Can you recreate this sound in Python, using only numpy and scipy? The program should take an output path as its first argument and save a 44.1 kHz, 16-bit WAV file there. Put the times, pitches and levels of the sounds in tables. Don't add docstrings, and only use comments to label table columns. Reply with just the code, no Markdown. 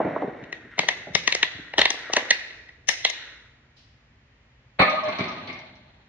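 import sys
import numpy as np
from scipy import signal
from scipy.fft import rfft, irfft, next_fast_len
from scipy.io import wavfile
from scipy.ndimage import uniform_filter1d, minimum_filter1d

SR = 44100
rng = np.random.default_rng(int(sys.argv[2]) if len(sys.argv) > 2 else 0)


def store_wav(level_fs):
    pcm = np.round(np.clip(np.atleast_2d(level_fs), -1, 1) * 32767)
    wavfile.write(sys.argv[1], SR, pcm.T.astype(np.int16))


N = 268216
TIME = np.arange(N) / SR

# pitch in Hz, width in Hz, level in dB.
WALL_NOTES = [(347, 230, -6), (700, 1100, 2.5), (1130, 200, -3.5), (1867, 50, -4), (2310, 180, 1),
              (3110, 1300, 3), (3230, 1200, -1), (3660, 220, 1.5), (4440, 450, -2), (5560, 890, -2)]
# start in seconds, pop in dB, thud in dB, fade time in seconds.
FLOOR_HITS = [(4.792, -9.5, -20.5, 0.013), (4.818, -14.5, -23, 0.0036), (5.07, -24, -27, 0.031),
              (5.186, -22, -19, 0.019), (5.204, -35, -28, 0.0093), (5.241, -46, -35, 0.052),
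              (5.369, -49, -35, 0.044), (5.472, -34.5, -35, 0.044), (5.529, -46.5, -50, 0.0065)]
# pitch in Hz, likeness from -1 (opposite) to 1 (the same).
LIKENESS = [(60, 1), (230, 0.97), (450, .85), (880, 0.14), (1730, 0.22), (3400, -0.27), (6600, -0.35)]


def from_db(db):
    return np.exp(np.asarray(db) * (np.log(10) / 20))


def rms_one(x):
    return x / np.sqrt(np.mean(x ** 2) + 1e-20)


def level(x, db, seconds):
    return from_db(db) * x * np.sqrt(seconds * SR / (np.sum(x ** 2, axis=-1, keepdims=True) + 1e-20))


def at_hz(points, hz):
    pitches, values = np.transpose(points)
    return np.interp(np.log(hz + 1e-6), np.log(pitches), values)


def band(x, low, high, order=2):
    return signal.sosfilt(signal.butter(order, [low, high], "band", fs=SR, output="sos"), x)


def resonate(x, notes):
    out = 0
    for k, (hz, width, db) in enumerate(notes):
        r = np.exp(-np.pi * width / SR)
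        ring = signal.lfilter([1, 0, -1], [1, -2 * r * np.cos(2 * np.pi * hz / SR), r * r], x)
        out = out + (-1) ** k * from_db(db) * (1 - r * r) / 2 * ring
    return out


def add(track, start, sound):
    i = max(0, round(start * SR))
    track[..., i:i + sound.shape[-1]] += sound[..., :N - i]


def burst(rise_s, fade_s, size):
    t = TIME[:size]
    return rng.standard_normal(size) * ((1 - np.exp(-t / rise_s)) * np.exp(-t / fade_s) + 1e-12)


def drift(step):
    knots = np.arange(0, N + step, step)
    return rms_one(np.interp(np.arange(N), knots, np.clip(rng.standard_normal(len(knots)), -2, 2)))


def stroke(start_s, hold_s, db, rise_s, fall_db_per_s, sag_db_per_s=0):
    t = np.maximum(TIME - start_s, 0)
    loss_db = sag_db_per_s * np.minimum(t, hold_s) + fall_db_per_s * np.maximum(t - hold_s, 0)
    return np.minimum(t / rise_s, 1) * from_db(db - np.minimum(loss_db, 200))


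def diffuse(colour, size):
    padded = next_fast_len(size, real=True)
    hz = np.arange(padded // 2 + 1) * SR / padded
    mid, side = rfft(rng.standard_normal((2, padded))) * from_db(at_hz(colour, hz))
    alike = np.clip(at_hz(LIKENESS, hz), -1, 1)
    stereo = np.sqrt(1 + alike) * mid + np.sqrt(1 - alike) * side * [[1], [-1]]
    return rms_one(irfft(stereo, padded)[:, :size])


def delay_bass(x, lag_s, corner_hz=1300):
    size = x.shape[-1]
    hz = np.arange(size // 2 + 1) * SR / size
    lag_cycles = lag_s * corner_hz * (1 - np.exp(-hz / corner_hz))
    return irfft(rfft(x) * np.exp(-2j * np.pi * lag_cycles), size)


def shuffle(cloth_db=-11.5):
    # pitch in Hz, width in Hz, level in dB.
    hollow_notes = [(117.8, 120, -6.5), (276, 73, 1), (657, 220, -1.5)]
    scuff = rms_one(band(resonate(rng.standard_normal(N), hollow_notes), 104, 980, order=3))
    cloth = from_db(cloth_db) * rms_one(band(rng.standard_normal(N), 950, 2200, order=4))
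    return (scuff + cloth) * stroke(start_s=0, hold_s=0.074, db=-30, rise_s=0.0053, fall_db_per_s=62.5)


def knocks():
    # start in seconds, level in dB, top pitch in Hz, fade time in seconds.
    bumps = [(.001, -17, 869, 0.0056), (0.045, -21.5, 452, 0.028), (.161, -22.5, 1084, .005),
             (.219, -24.5, 1114, .004), (.228, -21.5, 601, 0.011), (0.277, -28.5, 476, 0.008),
             (0.422, -39, 220, 0.0069), (0.648, -42.5, 405.4, 0.022), (0.791, -29, 400, 0.007),
             (1.069, -34, 700, 0.016), (1.10, -38, 257.6, 0.01), (1.147, -28, 260, 0.0088),
             (1.547, -39.5, 319.7, 0.016), (1.587, -37.5, 370, 0.0067), (1.782, -30, 794, .008),
             (1.786, -34.5, 187.2, 0.033), (1.941, -33.5, 1033, .0043), (2.098, -29.5, 1088, 0.0039),
             (2.175, -24, 950, 0.0048), (2.222, -37.5, 706.5, .006)]
    out = np.zeros(N)
    for start, db, top_hz, fade_s in bumps:
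        slips = burst(rise_s=0.0007, fade_s=fade_s, size=16384)
        add(out, start, level(band(slips, top_hz / 4, top_hz, order=4), db, 0.0078))
    return out


def rubbing(grain_db=2.0, rest_db=-80.5):
    # start in seconds, hold in seconds, level in dB.
    rubs = [(0, 0.21, -45.5), (0.357, 0.46, -55), (0.705, 0.84, -53.5), (1.294, 0.42, -53),
            (1.962, 0.31, -38.5), (3.14, 0.076, -44.5)]
    fine_grains = rng.standard_normal(N) * from_db(grain_db * drift(step=130))
    effort = from_db(rest_db) + sum(stroke(*rub, rise_s=0.013, fall_db_per_s=63) for rub in rubs)
    return effort * rms_one(band(resonate(fine_grains, WALL_NOTES), 1400, 2200))


def crumple(grain_db=5.5):
    grains = rng.standard_normal(N) * from_db(grain_db * drift(step=50))
    effort = stroke(start_s=1.778, hold_s=0.033, db=-23.5, rise_s=0.01, fall_db_per_s=380)
    return effort * rms_one(band(resonate(grains, WALL_NOTES), 320, 5100, order=4))


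def cracks(scatter, rise_s=0.0015, fade_s=0.0022, creep_db=-21.5, creep_s=0.0085):
    # time in seconds; levels in dB of the wall note, hollow body, ribs,
    # snap and bright splash; pitches in Hz of the hollow, wall note and ribs; seconds taken to give
    # way; dB by which left is louder than right.
    dents = [(.439, -46, -50.5, -51.5, -61, -93, 587, 1840, 2700, .002, 4),
             (.5264, -29, -38.5, -38, -45, -77, 300, 1910, 2610, .0015, 5.5),
             (0.7811, -32, -32.5, -41, -50, -72, 600, 2080, 3000, .0015, 3.5),
             (0.7913, -16.5, -22, -19, -25, -46, 450, 2074, 4100, .001, 3),
             (0.8327, -39.5, -34, -42.5, -54, -69.5, 602, 1930, 2700, .002, 1),
             (0.8871, -15.5, -25, -20, -25, -46.5, 774, 1964, 3010, .0014, 5),
             (1.1513, -16.5, -24.5, -17, -19, -43.5, 450, 2082, 2830, .0028, 8.5),
             (1.2764, -16, -25.5, -18.5, -22.5, -46, 950, 1920, 2650, .0012, 5.5),
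             (1.324, -21.5, -35, -18.5, -30.5, -49, 650, 2220, 2680, .0016, 5),
             (1.3495, -21.5, -27.5, -27, -22.5, -47.5, 520, 2080, 2610, .0014, 1.5),
             (1.4297, -14, -26.5, -14.5, -26, -58.5, 1000, 1925, 2800, .001, 3.5),
             (1.737, -31.5, -34.5, -38, -61.5, -79, 600, 1922, 2780, .002, 2),
             (1.7817, -19, -19, -17, -26.5, -45, 474, 1830, 2900, .0014, 3),
             (1.7912, -21, -22.5, -16.5, -32.5, -47.5, 481.7, 1760, 3060, .002, 1.5),
             (1.816, -14, -26, -12.5, -28.5, -48, 720, 1960, 2970, .003, 2),
             (1.8549, -13.5, -21.5, -13, -27, -47.5, 800, 2036, 2800, .0015, 1.5),
             (1.9041, -22, -28.5, -20, -19.5, -38.5, 814, 1890, 3350, .002, 5.5),
             (2.135, -28, -25, -21.5, -21, -58, 727, 1900, 2810, .001, 6),
             (2.167, -12, -16.5, -16.5, -21, -40, 620, 1857, 2620, .0014, 2),
             (2.307, -8, -25, -12, -17.5, -38, 745, 1987, 3600, .003, -1.5),
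             (2.505, -38, -51, -45.5, -61.5, -75, 600, 1967, 2700, .003, 1),
             (2.689, -42, -60.5, -55, -65, -85, 600, 1960, 2675, .003, 0.5),
             (2.8887, -15, -26.5, -16.5, -12, -32.5, 633, 2040, 2920, .0023, 10.5),
             (3.0497, -14, -23.5, -9.5, -19, -48, 586.5, 2060, 3350, .0012, -1.5),
             (3.099, -29.5, -43, -33, -29.5, -48.5, 702, 2080, 3200, .003, 12.5)]
    # pitch in Hz, width in Hz, level in dB.
    body_notes = [(250, 270, -7.5), (1240, 330, -9.5)]
    out, size, lead = np.zeros((2, N)), 3072, 800
    t = TIME[:size] - TIME[lead]
    blur = 1 + scatter * 2.2
    for (start, note_db, hollow_db, rib_db, snap_db, splash_db,
         hollow_hz, note_hz, rib_hz, give_s, left_db) in dents:
        swell = np.exp(-np.maximum(np.maximum(t - give_s, 0) / (fade_s * blur), -t / rise_s))
        creep = from_db(creep_db) * np.exp(-np.abs(t) / creep_s)
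        slips = rng.standard_normal(size) * (swell + creep + 1e-12)
        slips[lead] += from_db(17)
        slips[lead + int(give_s * rng.uniform(.8, 1.2) * SR)] -= from_db(11)
        shifted = [(hz * np.exp(0.044 * rng.standard_normal()), width, db)
                   for hz, width, db in WALL_NOTES]
        note_hz *= np.exp(scatter * 0.014 * rng.standard_normal())
        rib_hz *= np.exp(scatter * 0.34 * rng.standard_normal())
        own_notes = resonate(slips, [(note_hz, 135, 8)]) + resonate(slips, [(rib_hz, 450 * blur, 3)])
        wall = resonate(slips, shifted) - own_notes
        body = sum(resonate(slips, [note]) for note in body_notes)
        hollow = resonate(slips, [(hollow_hz, 420, 0)]) - body
        splash = band(slips, 2500, 9300)
        parts = [(hollow, 140, 1400, hollow_db), (wall, 1650, 2400, note_db), (wall, 2500, 4650, rib_db),
                 (wall, 4900, 6650, snap_db), (splash, 6700, 11400, splash_db)]
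        crack = sum(level(band(x, low, high, order=3), db, 0.0086) for x, low, high, db in parts)
        balance = from_db([[left_db / 2], [-left_db / 2]])
        add(out, start + t[0], delay_bass(crack, lag_s=0.0018) * balance)
    return out


def swish():
    cloth = rms_one(band(rng.standard_normal((2, N)), 2500, 5500, order=4))
    return cloth * stroke(start_s=3.76, hold_s=0.026, db=-57.5, rise_s=0.013, fall_db_per_s=80)


def leak(start_s=4.787, hold_s=0.35, rise_s=0.0072, flutter_db=2.0, waver_hz=7.01, wobble_db=6.5):
    # pitch in Hz, level in dB.
    gas_notes = [(232, -34), (619, -3.5), (861, -21.5), (1018, -11.5), (1109, -7.5), (1159, -6),
                 (1236, -3.5), (1717, -22), (2110, -16), (2229, -12.5), (2292, -25)]
    # pitch in Hz, level in dB.
    hiss_colour = [(100, -21.5), (450, -9.5), (630, 6.5), (900, 9.5), (1200, -13.5), (1500, 3.5),
                   (2250, 0.5), (3100, -1.5), (4300, 0.5), (4900, -29.5), (6300, -21.5), (7400, -59),
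                   (13000, -64.5)]
    column = 0
    for hz, db in gas_notes:
        phase = 2 * np.pi * np.cumsum(hz + waver_hz * drift(step=900)) / SR
        apart = np.arccos(np.clip(at_hz(LIKENESS, hz), -1, 1)) * rng.choice([-1, 1])
        column = column + from_db(db + wobble_db * drift(step=1100)) * np.sin(phase + [[0], [apart]])
    hiss = from_db(flutter_db * drift(step=600)) * diffuse(hiss_colour, N)
    column_gain = stroke(start_s, hold_s, db=-21, rise_s=rise_s, fall_db_per_s=58.5, sag_db_per_s=21)
    hiss_gain = stroke(start_s, hold_s, db=-29, rise_s=rise_s, fall_db_per_s=36, sag_db_per_s=11)
    return column_gain * rms_one(column) + hiss_gain * hiss


def pops(rise_s=0.0084):
    # pitch in Hz, level in dB.
    pop_colour = [(60, -44.5), (215, 7), (310, -4.5), (420, -1), (640, 11), (850, -2), (1200, 9),
                  (1500, -6.5), (2300, 8), (3100, -13.5), (4000, -5), (4600, -9), (5050, -50), (8000, -41),
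                  (11000, -49.5), (13000, -74)]
    out, size = np.zeros((2, N)), 16384
    t = TIME[:size]
    for start, db, _, fade_s in FLOOR_HITS:
        pop = diffuse(pop_colour, size) * (1 - np.exp(-t / rise_s)) * np.exp(-t / fade_s)
        add(out, start, level(pop, db, 0.0064))
    return out


def thuds(lag_s=0.00302):
    # pitch in Hz, width in Hz, level in dB.
    boom_notes = [(180.7, 4, -10), (232, 4.3, 5), (279.3, 3.9, -8), (370, 4.5, -0.5)]
    out = np.zeros(N)
    for start, _, db, fade_s in FLOOR_HITS:
        thud = band(burst(rise_s=0.0018, fade_s=fade_s, size=49152), 97.4, 400, order=4)
        boom = resonate(thud, boom_notes)
        add(out, start + lag_s, level(thud, db, 0.0056) + level(boom, db - 7, 0.008))
    return out


def slaps():
    # start in seconds, level in dB, delay of the bass in seconds.
    hard_hits = [(4.7951, -14, 0.0099), (4.821, -16.5, 0.00506)]
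    # pitch in Hz, level in dB.
    slap_colour = [(25, -8), (60, 4.5), (200, 13.5), (600, 4), (1100, 4.5), (1600, -4.5), (2200, 12),
                   (3000, -24), (4500, -19), (5300, -43), (10500, -41), (13000, -53)]
    out, size, lead = np.zeros(N), 4096, 128
    hz = np.arange(size // 2 + 1) * SR / size
    pulse = np.roll(irfft(from_db(at_hz(slap_colour, hz)), size), lead)
    for start, db, lag_s in hard_hits:
        add(out, start - lead / SR, level(delay_bass(pulse, lag_s), db, 0.0039))
    return out


def rattles(rise_s=0.0022, fade_s=0.013, grain_db=6):
    # start in seconds, clatter in dB, bright edge in dB.
    clacks = [(4.815, -31, -44), (4.895, -32, -40.5), (4.955, -39, -54), (5.034, -47, -47.5),
              (5.083, -44, -45.5), (5.118, -41, -54), (5.184, -33, -42.5), (5.203, -32.5, -49),
              (5.237, -34, -46.5), (5.279, -44, -45.5), (5.317, -45, -51), (5.379, -46, -59),
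              (5.471, -40, -55), (5.525, -51, -53), (5.585, -55, -57), (5.752, -61, -65)]
    # pitch in Hz, width in Hz, level in dB.
    clack_notes = [(2125, 160, 6.5), (2950, 1100, -0.5), (4050, 1600, 0), (5850, 1000, -6)]
    out, size = np.zeros((2, N)), 8192
    for start, db, edge_db in clacks:
        slips = np.array([burst(rise_s, fade_s, size) for _ in range(2)])
        ring = resonate(slips * from_db(grain_db * rng.standard_normal(size)), clack_notes)
        clatter = level(band(ring, 1830, 4710, order=8), db, fade_s)
        edge = level(band(ring, 4710, 6600, order=3), edge_db, fade_s)
        add(out, start, clatter + edge)
    return out


def skid(grain_db=1.0):
    # pitch in Hz, width in Hz, level in dB.
    skid_notes = [(2141, 47, 8), (3870, 1800, -14)]
    scrape = rng.standard_normal((2, N)) * from_db(grain_db * drift(step=200))
    ring = rms_one(band(resonate(scrape, skid_notes), 1880, 4800, order=4))
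    return ring * stroke(start_s=5.48, hold_s=0.019, db=-39, rise_s=0.0044, fall_db_per_s=85)


def hallway(x, build_s=0.00011, echo_db=6.5, blend_s=0.077):
    # pitch in Hz, seconds to fade by 60 dB.
    fade_times = [(100, 2.5), (400, 1.25), (1000, 0.8), (2000, 0.79), (4000, 0.71), (7000, 0.74),
                  (13000, 0.3)]
    # pitch in Hz, level in dB.
    echo_colour = [(100, -10), (400, -6), (1000, -1.5), (2000, -0.5), (4000, -1), (6500, -7), (8500, -2),
                   (13000, -3)]
    size = 65536
    t, hz = TIME[:size], np.arange(size // 2 + 1) * SR / size
    spectrum, tail = rfft(diffuse(echo_colour, size)), 0
    edges_hz = [0, *np.geomspace(120, 16000, 15)]
    for low, high in zip(edges_hz, edges_hz[1:]):
        fade = np.exp(-np.log(1000) * t / at_hz(fade_times, (low + high) / 2))
        tail = tail + irfft(spectrum * ((hz >= low) & (hz < high)), size) * fade
    early_echoes = from_db(echo_db * np.exp(-t / blend_s) * drift(step=180)[:size])
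    response = level(tail * early_echoes * (1 - np.exp(-t / build_s)), 0, 1 / SR)
    return signal.fftconvolve(x[None], response, axes=1)[:, :N]


def still_air(db=-58):
    # pitch in Hz, level in dB.
    air_colour = [(15, -53.5), (25, -33), (55, -5.5), (92, -10), (125, -5.5), (182, -24), (230, -16),
                  (329, -26.5), (397, -23), (426, -25.5), (1530, -28), (1840, -23), (2890, -29),
                  (7090, -45), (9220, -83.5), (15600, -120)]
    return from_db(db) * diffuse(air_colour, N)


def gain_control(x, threshold_db=-25.0, slope=0.7, sense_s=0.16, attack_s=0.049, release_db_per_s=37.0):
    sense, attack = np.exp(-1 / (sense_s * SR)), np.exp(-1 / (attack_s * SR))
    power = signal.lfilter([1 - sense], [1, -sense], np.mean(x ** 2, axis=0))
    cut_db = slope * np.maximum(10 * np.log10(power + 1e-12) - threshold_db, 0)
    held_db = np.maximum.accumulate(cut_db + release_db_per_s * TIME) - release_db_per_s * TIME
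    return x * from_db(-signal.lfilter([1 - attack], [1, -attack], held_db))


def limiter(x, size=90):
    safe_gain = np.minimum(1, 1 / (np.abs(x).max(axis=0) + 1e-9))
    return x * uniform_filter1d(minimum_filter1d(safe_gain, 2 * size), size)


def scene(left_lag_s=0.00008):
    left, right = cracks(scatter=0)
    near = np.array([np.interp(TIME - left_lag_s, TIME, left), right])
    handling = rubbing() + crumple()
    dull = shuffle() + knocks() + thuds() + slaps()
    far, clacks = pops(), rattles()
    near_echo = sum(hallway(from_db(-17.5) * (cracks(scatter=0.92).mean(axis=0) + handling))
                    for _ in range(4))
    far_echo = hallway(from_db(-8) * dull + from_db(-0.5) * far[0] + from_db(-5) * clacks[0])
    direct = near + handling + dull + far + leak() + skid() + clacks + swish()
    return direct + near_echo + far_echo + still_air()


def record(dry, stop_hz=14500):
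    treble_cut = signal.cheby2(12, 60, stop_hz, fs=SR, output="sos")
    return signal.sosfilt(treble_cut, limiter(gain_control(dry)))


dry = scene()
out = record(dry)
store_wav(out)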